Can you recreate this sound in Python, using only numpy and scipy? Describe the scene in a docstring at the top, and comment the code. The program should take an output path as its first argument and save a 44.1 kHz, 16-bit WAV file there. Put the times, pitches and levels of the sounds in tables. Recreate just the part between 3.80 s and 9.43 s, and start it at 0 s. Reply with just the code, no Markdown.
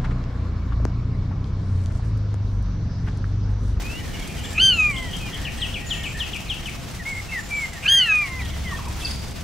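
"""A hawk screams twice over a forest road; a small bird chips in pairs, others flute, squeak and lisp.
Each scream is a pitch arch carried by its second harmonic; the small birds are near-pure glides.
Trunks and leaves scatter the calls into echoes. Under them lie a low distant rumble, a faint drone
and the hiss and ticking of leaves. Near the end an elephant rumbles with slow vocal-fold pulses."""
import sys
import numpy as np
from scipy import signal
from scipy.fft import rfft, irfft, next_fast_len
from scipy.io import wavfile
from scipy.ndimage import uniform_filter1d

SR = 44100
rng = np.random.default_rng(int(sys.argv[2]) if len(sys.argv) > 2 else 0)


def wav_out(sig):
    """Save sig, one row per channel (or a flat mono array), as 16-bit PCM at SR to the path in sys.argv[1]."""
    wavfile.write(sys.argv[1], SR, np.round(np.clip(np.atleast_2d(sig).T, -1, 1) * 32767).astype(np.int16))


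N = 248283
TIME = np.arange(N) / SR


def from_db(db):
    """Decibels to gain."""
    return 10 ** (np.asarray(db) / 20)


def unit_rms(x):
    """Scale to rms 1."""
    return x / np.sqrt(np.mean(x ** 2) + 1e-20)


def in_time(points):
    """A (time_s, value) curve at every sample."""
    return np.interp(TIME, *np.transpose(points))


def at_hz(points, hz):
    """A (freq_hz, value) curve read on a log-frequency axis."""
    freq_hz, value = np.transpose(points)
    return np.interp(np.log(hz), np.log(freq_hz), value)


def gate(t, start, end, rise, fall):
    """Window with rounded edges."""
    return np.sin(np.pi / 2 * np.clip(np.minimum((t - start) / rise, (end - t) / fall), 0, 1)) ** 2


def drift(rate_hz):
    """Low-passed random wander, rms 1."""
    pole = np.exp(-40 * np.pi * rate_hz / SR)   # runs at SR / 20
    noise = rng.standard_normal(N // 20 + 4002)
    slow = signal.lfilter([1], [1, -2 * pole, pole * pole], noise)[4000:]
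    return np.interp(np.arange(N) / 20, np.arange(len(slow)), unit_rms(slow))


def stereo_noise(spectrum):
    """Coloured noise, most alike in both ears in the bass; rms 1."""
    # freq_hz, left_right_correlation
    likeness = [(60, 0.94), (180, 0.67), (550, 0.028), (1650, 0.66), (4970, 0.51), (15000, 0.033)]
    size = next_fast_len(N)
    hz = np.maximum(np.fft.rfftfreq(size, 1 / SR), 1)
    mid, side = rfft(rng.standard_normal((2, size)))
    alike = at_hz(likeness, hz)
    both = np.sqrt(1 + alike) * mid + np.sqrt(1 - alike) * side * [[1], [-1]]
    return unit_rms(irfft(both * from_db(at_hz(spectrum, hz)), size)[:, :N])


def forest(x, wet_db, t60_s, width):
    """Direct sound plus many small echoes from trunks and leaves."""
    t = TIME[:SR]
    echoes = rng.standard_normal((2, SR)) * (rng.random((2, SR)) < .05)
    echoes *= from_db(-60 * t / t60_s) * (t > .006)
    mid, side = echoes / np.sqrt(np.sum(echoes ** 2, axis=1, keepdims=True))
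    response = mid + width * side * [[1], [-1]]
    return x + from_db(wet_db) * signal.fftconvolve(x[None], response, axes=1)[:, :N]


def distant_rumble():
    """Low noise, slowly changing in level."""
    # time_s, level_db
    levels = [(0, -29.5), (1.1, -30), (2.5, -32), (3.3, -34.5), (4.3, -36.5), (4.7, -32)]
    # freq_hz, relative_db
    spectrum = [(12, -47), (20, -5.5), (59, -1.5), (183, -9.5), (320, -18), (541, -24), (687, -24.5),
                (900, -34), (1170, -72), (1980, -120)]
    return from_db(in_time(levels)) * stereo_noise(spectrum) * from_db([[.5], [-.5]])


def foliage(hiss_db, sway_db):
    """Swaying hiss of leaves and one brief rustle."""
    # freq_hz, relative_db
    hiss_spectrum = [(350, -12), (600, -6.5), (687, -3.5), (1230, -4.5), (1930, -6.5), (2070, -5),
                     (4430, -9), (5820, -9), (9620, -17), (15500, -21.5)]
    # freq_hz, relative_db
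    rustle_spectrum = [(1500, -2), (4500, -2.5), (11000, -6), (15000, -25)]
    # time_s, level_db
    rustle_levels = [(5.15, -83), (5.2, -40.5), (5.31, -38.5), (5.5, -61)]
    hiss = from_db(hiss_db + sway_db * drift(20)) * stereo_noise(hiss_spectrum)
    rustle = from_db(in_time(rustle_levels) + 2 * drift(40)) * stereo_noise(rustle_spectrum)
    return hiss + rustle


def drone(width_hz):
    """Faint, far-off wavering tones."""
    # pitch_hz, level_db
    tones = [(510, -58.5), (630, -71), (686, -57.5), (821, -58.5)]
    out = np.zeros(N)
    for hz, db in tones:
        phase = 2 * np.pi * hz * TIME
        out += from_db(db) * (drift(width_hz) * np.sin(phase) + drift(width_hz) * np.cos(phase))
    return out


def leaf_ticks(faint_db, per_s, t60_s):
    """A few clear ticks among many faint ones, each a short bright crackle."""
    # start_s, peak_db
    clear_ticks = [(0.4744, -30), (1.3668, -28), (2.5634, -29), (2.868, -29.5), (3.933, -29)]
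    clicks = (rng.random(N) < per_s / SR) * from_db(faint_db + 2 * rng.standard_normal(N))
    for start_s, db in clear_ticks:
        clicks[round(start_s * SR)] += from_db(db)
    t = TIME[:SR // 20]
    noise = rng.standard_normal(len(t)) + .5 * rng.standard_normal((2, len(t)))
    band = signal.butter(2, [3500, 10000], "band", fs=SR, output="sos")
    crackle = signal.sosfilt(band, noise * from_db(-60 * t / t60_s))
    return signal.fftconvolve(clicks[None], crackle / np.abs(crackle).max(), axes=1)[:, :N]


def elephant(pulse_hz, jitter):
    """Slow, slightly uneven vocal-fold pulses; the third harmonic carries furthest."""
    # time_s, level_db
    levels = [(4.3, -69), (4.45, -47), (4.62, -31.5), (5.3, -34.5), (5.63, -39)]
    # harmonic, relative_db
    harmonics = [(1, -13), (2, -9), (3, 0), (4, -10), (5, -14.5), (6, -30), (7, -18.5)]
    phase = 2 * np.pi * np.cumsum(pulse_hz * (1 + jitter * drift(11.8))) / SR
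    voice = sum(from_db(db) * np.sin(k * phase + rng.uniform(0, 2 * np.pi)) for k, db in harmonics)
    return np.sqrt(2) * from_db(in_time(levels)) * voice


def bird(notes, rise, fall, jitter, flutter_db, octave_db, warble_hz=0, warble_depth=0):
    """Near-pure arched glides; rise and fall are shares of a note's length."""
    out, waver, flutter = np.zeros(N), drift(147), from_db(flutter_db * drift(100))
    for start_s, length_s, first_hz, last_hz, arch_hz, db in notes:
        at = np.flatnonzero((TIME >= start_s) & (TIME < start_s + length_s))
        u = (TIME[at] - start_s) / length_s
        glide_hz = first_hz + (last_hz - first_hz) * u + arch_hz * (1 - (2 * u - 1) ** 2)
        warble = warble_depth * np.sin(2 * np.pi * warble_hz * u * length_s)
        phase = 2 * np.pi * np.cumsum(glide_hz * (1 + warble + jitter * waver[at])) / SR
        tone = np.sin(phase) + from_db(octave_db) * np.sin(2 * phase)
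        out[at] += np.sqrt(2) * from_db(db) * gate(u, 0, 1, rise, fall) * flutter[at] * tone
    return out


def far_chorus(per_s, t60_s):
    """Many distant birds, heard as a wash of echoes."""
    # time_s, level_db
    levels = [(0, -45.5), (1.1, -42.5), (2.7, -46.5), (3.1, -56.5), (4.6, -43.5), (5.6, -61)]
    notes = []
    for when, length, above, below, octave in rng.random((round(per_s * TIME[-1]), 5)):
        hz = 1650 * 2 ** octave
        first_hz, last_hz = hz * (1 + 0.2017 * above), hz * (1 - 0.087 * below)
        notes.append((when * TIME[-1], 0.038 + 0.0615 * length, first_hz, last_hz, 0, -60))
    calls = bird(notes, rise=1.0, fall=0.81, jitter=0.0086, flutter_db=-2.5, octave_db=-38,
                 warble_hz=50.0, warble_depth=0.028)
    return from_db(in_time(levels)) * unit_rms(forest(calls, wet_db=36, t60_s=t60_s, width=0.3))


def lisping(length_s):
    """Thin, level notes high in the canopy."""
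    # start_s, pitch_hz, level_db
    lisps = [(0.63, 7350, -46.5), (0.931, 7060, -44), (1.11, 8000, -47.5), (1.764, 8230, -49.5),
             (2.058, 6970, -44), (2.255, 7640, -49.5), (3.268, 7640, -48), (3.58, 7160, -49),
             (3.745, 7450, -44)]
    notes = [(s, length_s, hz, hz, 0, db) for s, hz, db in lisps]
    return bird(notes, rise=0.21, fall=0.49, jitter=.013, flutter_db=3.0, octave_db=-50)


def note_run(start, gap_s, count, length_s, first_hz, step_hz, glide, db):
    """Evenly spaced notes stepping in pitch; glide is a note's end pitch over its start pitch."""
    pitches_hz = first_hz + step_hz * np.arange(count)
    return [(start + k * gap_s, length_s, hz, hz * glide, 0, db) for k, hz in enumerate(pitches_hz)]


def chatter(squeak_s, squeak_glide):
    """Rising ticks, low falling clucks and sharp squeaks, all very short glides."""
    tick_run = dict(start=4.617, gap_s=0.04, count=4, length_s=0.0118, first_hz=3310, step_hz=-215, glide=1.3, db=-42)
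    cluck_run = dict(start=4.909, gap_s=.0722, count=3, length_s=0.035, first_hz=1286, step_hz=-33, glide=0.694, db=-37.5)
    # start_s, first_hz, level_db
    squeaks = [(4.872, 3290, -44), (4.9, 3600, -42.5), (5.209, 3600, -40), (5.247, 4930, -28),
               (5.268, 3590, -38), (5.308, 5090, -32.5)]
    notes = note_run(**tick_run) + note_run(**cluck_run)
    notes += [(s, squeak_s, hz, hz * squeak_glide, 0, db) for s, hz, db in squeaks]
    return bird(notes, rise=0.17, fall=0.24, jitter=0.019, flutter_db=3.0, octave_db=-26)


def fluting():
    """Mellow song of pure and warbled notes."""
    # start_s, length_s, first_hz, last_hz, arch_hz, level_db
    whistles = [(0.02, 0.19, 2380, 3070, -79.5, -39.5), (1.39, 0.11, 2630, 2355, -18, -39),
                (3.19, 0.043, 2030, 1750, -4, -37), (3.246, .095, 2063, 2100, 134.5, -30),
                (3.51, 0.096, 2254, 1720, 13, -29.5), (3.69, 0.18, 2332, 2015, 110.5, -27),
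                (3.91, 0.078, 2100, 1754, 16, -41), (4.245, 0.084, 2014, 1616, -81, -29),
                (4.385, .11, 2130, 1925, -22, -40.5), (4.588, 0.037, 2580, 1817, 92, -35.5),
                (4.832, .14, 2280, 1837, -140, -36.5), (5.222, 0.055, 2610, 2590, 51.5, -36)]
    # start_s, length_s, first_hz, last_hz, level_db
    warbles = [(1.463, 0.257, 1960, 1890, -47.5), (1.772, 0.107, 1935, 1913, -43),
               (1.96, 0.32, 1910, 1830, -44.5), (2.335, 0.112, 1780, 1875, -38),
               (3.342, 0.068, 2126, 2206, -33), (3.481, .075, 2650, 2730, -39.5),
               (4.03, 0.22, 1519, 2130, -32.5)]
    pure = bird(whistles, rise=0.21, fall=0.1, jitter=0.0082, flutter_db=1.5, octave_db=-49)
    notes = [(*glide, 0, db) for *glide, db in warbles]
    return pure + bird(notes, rise=0.2, fall=0.096, jitter=0.016, flutter_db=2.1, octave_db=-45,
                       warble_hz=43.9, warble_depth=0.025)


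def chips(shape, starts, jitter, trill_hz=0, trill_depth=0):
    """One learned note, repeated with slight changes."""
    out, waver = np.zeros(N), drift(254)
    age_s, pitch_hz, shape_db = np.transpose(shape)
    t = TIME[:round(age_s[-1] * SR)]
    trill = trill_depth * np.sin(2 * np.pi * trill_hz * t)
    envelope = from_db(np.interp(t, age_s, shape_db)) * gate(t, 0, age_s[-1], 0.00066, 0.0051)
    for start_s, db in starts:
        at = round(start_s * SR) + np.arange(len(t))
        hz = np.interp(t, age_s, pitch_hz) * (1 + trill + jitter * waver[at])
        out[at] += from_db(db) * envelope * np.sin(2 * np.pi * np.cumsum(hz) / SR)
    return np.sqrt(2) * out


def chipping(left_db):
    """Soft opening tips, then pairs of a falling tsip and a trilled chirrup, a little to the left."""
    # start_s, level_db
    tips = [(0.635, -38), (1.157, -33.5), (1.327, -33), (1.528, -35)]
    # age_s, pitch_hz, relative_db
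    tsip_shape = [(0, 4348, -23), (.013, 3817, -15), (.021, 3286, -1), (.036, 2964, -3), (.054, 2630, -10),
                  (.066, 2560, -22)]
    # start_s, level_db
    tsips = [(1.801, -23), (2.09, -22.5), (2.385, -23.5), (2.681, -23.5)]
    # age_s, pitch_hz, relative_db
    chirrup_shape = [(0, 3284, -17), (.008, 3227, 1), (.02, 2677, -4), (.034, 2478, 0), (.048, 2340, -8),
                     (.06, 2316, -29)]
    # start_s, level_db
    chirrups = [(1.646, -30), (1.936, -29.5), (2.233, -29.5), (2.528, -29.5), (2.852, -31.5)]
    tip_s, first_hz, last_hz = 0.0385, 3400, 2938
    notes = [(s, tip_s, first_hz, last_hz, 0, db) for s, db in tips]
    song = bird(notes, rise=0.27, fall=0.24, jitter=0.035, flutter_db=1.5, octave_db=-26)
    song += chips(tsip_shape, tsips, jitter=0.016)
    song += chips(chirrup_shape, chirrups, jitter=0.0334, trill_hz=71.6, trill_depth=0.056)
    pan = from_db([[left_db / 2], [-left_db / 2]])
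    return forest(song, wet_db=-5.5, t60_s=0.56, width=0.55) * pan


def hawk(jitter, rasp, rasp_s, break_rasp, flutter_db, root_db):
    """Arched screams: the voice rasps until it catches, breaks once and mellows as its pitch sinks."""
    # time_s, pitch_hz
    arch = [(0.776, 1224), (0.788, 1280), (0.81, 1529), (0.85, 1579), (0.896, 1542), (0.932, 1433),
            (1.006, 1257), (1.1, 1190), (1.14, 1073), (1.242, 1013), (1.298, 940.5), (1.33, 923.4)]
    # start_s, top_lift_share, fall_stretch, level_db, catch_db, break_db
    screams = [(0.775, 0.00028, 1.0, -14, 7, 14), (4.054, 0.032, 1.17, -14.5, 16, 11.5)]
    # overtone colour: freq_hz, db_re_second_harmonic
    throat = [(3600, -34), (4200, -10), (4720, -17), (4890, -27), (5850, -42), (6260, -14), (6500, -15.5),
              (7100, -35), (8500, -38), (9600, -21), (10800, -37), (12300, -42), (13000, -29)]
    # times on the arch's clock, which fall_stretch slows after rise_s
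    lead_s, attack_s, rise_s, release_s, fade_s = .035, .006, 0.057, 0.046, 0.17
    catch_at_s, catch_s = 0.02, 0.0048
    break_at_s, break_in_s, break_out_s = 0.1982, 0.036, .012
    lead_db, soften_db, darken_db = -14, 2.5, 9
    tail_hz, tail_width_hz, tail_db = 1162, 34, 19.5   # the voice thins below tail_hz
    out, waver, grit, flutter = np.zeros(N), drift(253), drift(640), from_db(flutter_db * drift(110))
    arch_s, arch_hz = np.transpose(arch)
    arch_s = arch_s - arch_s[0]
    end_s = arch_s[-1] + release_s
    for start_s, lift, stretch, db, catch_db, break_db in screams:
        age = TIME - start_s
        clock = np.minimum(age, rise_s) + np.maximum(age - rise_s, 0) / stretch
        at = np.flatnonzero((clock > -lead_s) & (clock < end_s))
        t = clock[at]
        hz = uniform_filter1d(np.interp(t, arch_s, arch_hz), size=1000)
        effort = (hz - arch_hz.min()) / np.ptp(arch_hz)
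        hz = hz * (1 + lift * effort ** 2)
        catch = np.exp(-((t - catch_at_s) / catch_s) ** 2)
        crack = np.exp(-((t - break_at_s) / np.where(t < break_at_s, break_in_s, break_out_s)) ** 2)
        roughness = rasp * np.exp(-np.maximum(t, -lead_s / 2) / rasp_s) + break_rasp * crack
        phase = 2 * np.pi * np.cumsum(hz * (1 + jitter * waver[at] + roughness * grit[at])) / SR
        thin_db = tail_db / (1 + np.exp((hz - tail_hz) / tail_width_hz))
        second_db = db - catch_db * catch - break_db * crack - thin_db - soften_db * (1 - effort)
        # the weak fundamental swells and fades half as much in dB
        voice = from_db(root_db + .5 * second_db) * np.sin(phase)
        voice += from_db(second_db) * np.sin(2 * phase)
        for k in range(3, 9):
            colour_db = at_hz(throat, k * hz) - darken_db * (k - 2) * (1 - effort)
            voice += from_db(second_db + colour_db) * np.sin(k * phase)
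        attack = from_db(lead_db * np.clip(1 - t / attack_s, 0, 1))
        envelope = attack * gate(t, -lead_s, end_s, lead_s / 2, fade_s)
        out[at] += np.sqrt(2) * voice * envelope * flutter[at]
    return out


def scene():
    """Birds at several distances, over leaves, low background and an elephant."""
    screams = hawk(jitter=0.003, rasp=0.052, rasp_s=.027, break_rasp=0.014,
                   flutter_db=1.08, root_db=-28.5)
    birds = (forest(screams, wet_db=-17, t60_s=0.29, width=0.74)
             + chipping(left_db=4.5)
             + forest(fluting(), wet_db=-11.0, t60_s=0.28, width=0.77)
             + forest(chatter(squeak_s=0.016, squeak_glide=.87), wet_db=-5.5, t60_s=0.92, width=0.87)
             + forest(lisping(length_s=0.037), wet_db=5, t60_s=0.98, width=0.4)
             + far_chorus(per_s=23, t60_s=0.74))
    background = (distant_rumble() + foliage(hiss_db=-39.5, sway_db=1.6) + drone(width_hz=13.0)
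                  + leaf_ticks(faint_db=-32.5, per_s=12, t60_s=0.062))
    return birds + background + elephant(pulse_hz=23.54, jitter=0.0194)


def record(dry):
    """Steep low-pass at 15.7 kHz."""
    return signal.sosfilt(signal.ellip(12, .1, 90, 15700, fs=SR, output="sos"), dry)


dry = scene()
out = record(dry)
wav_out(out)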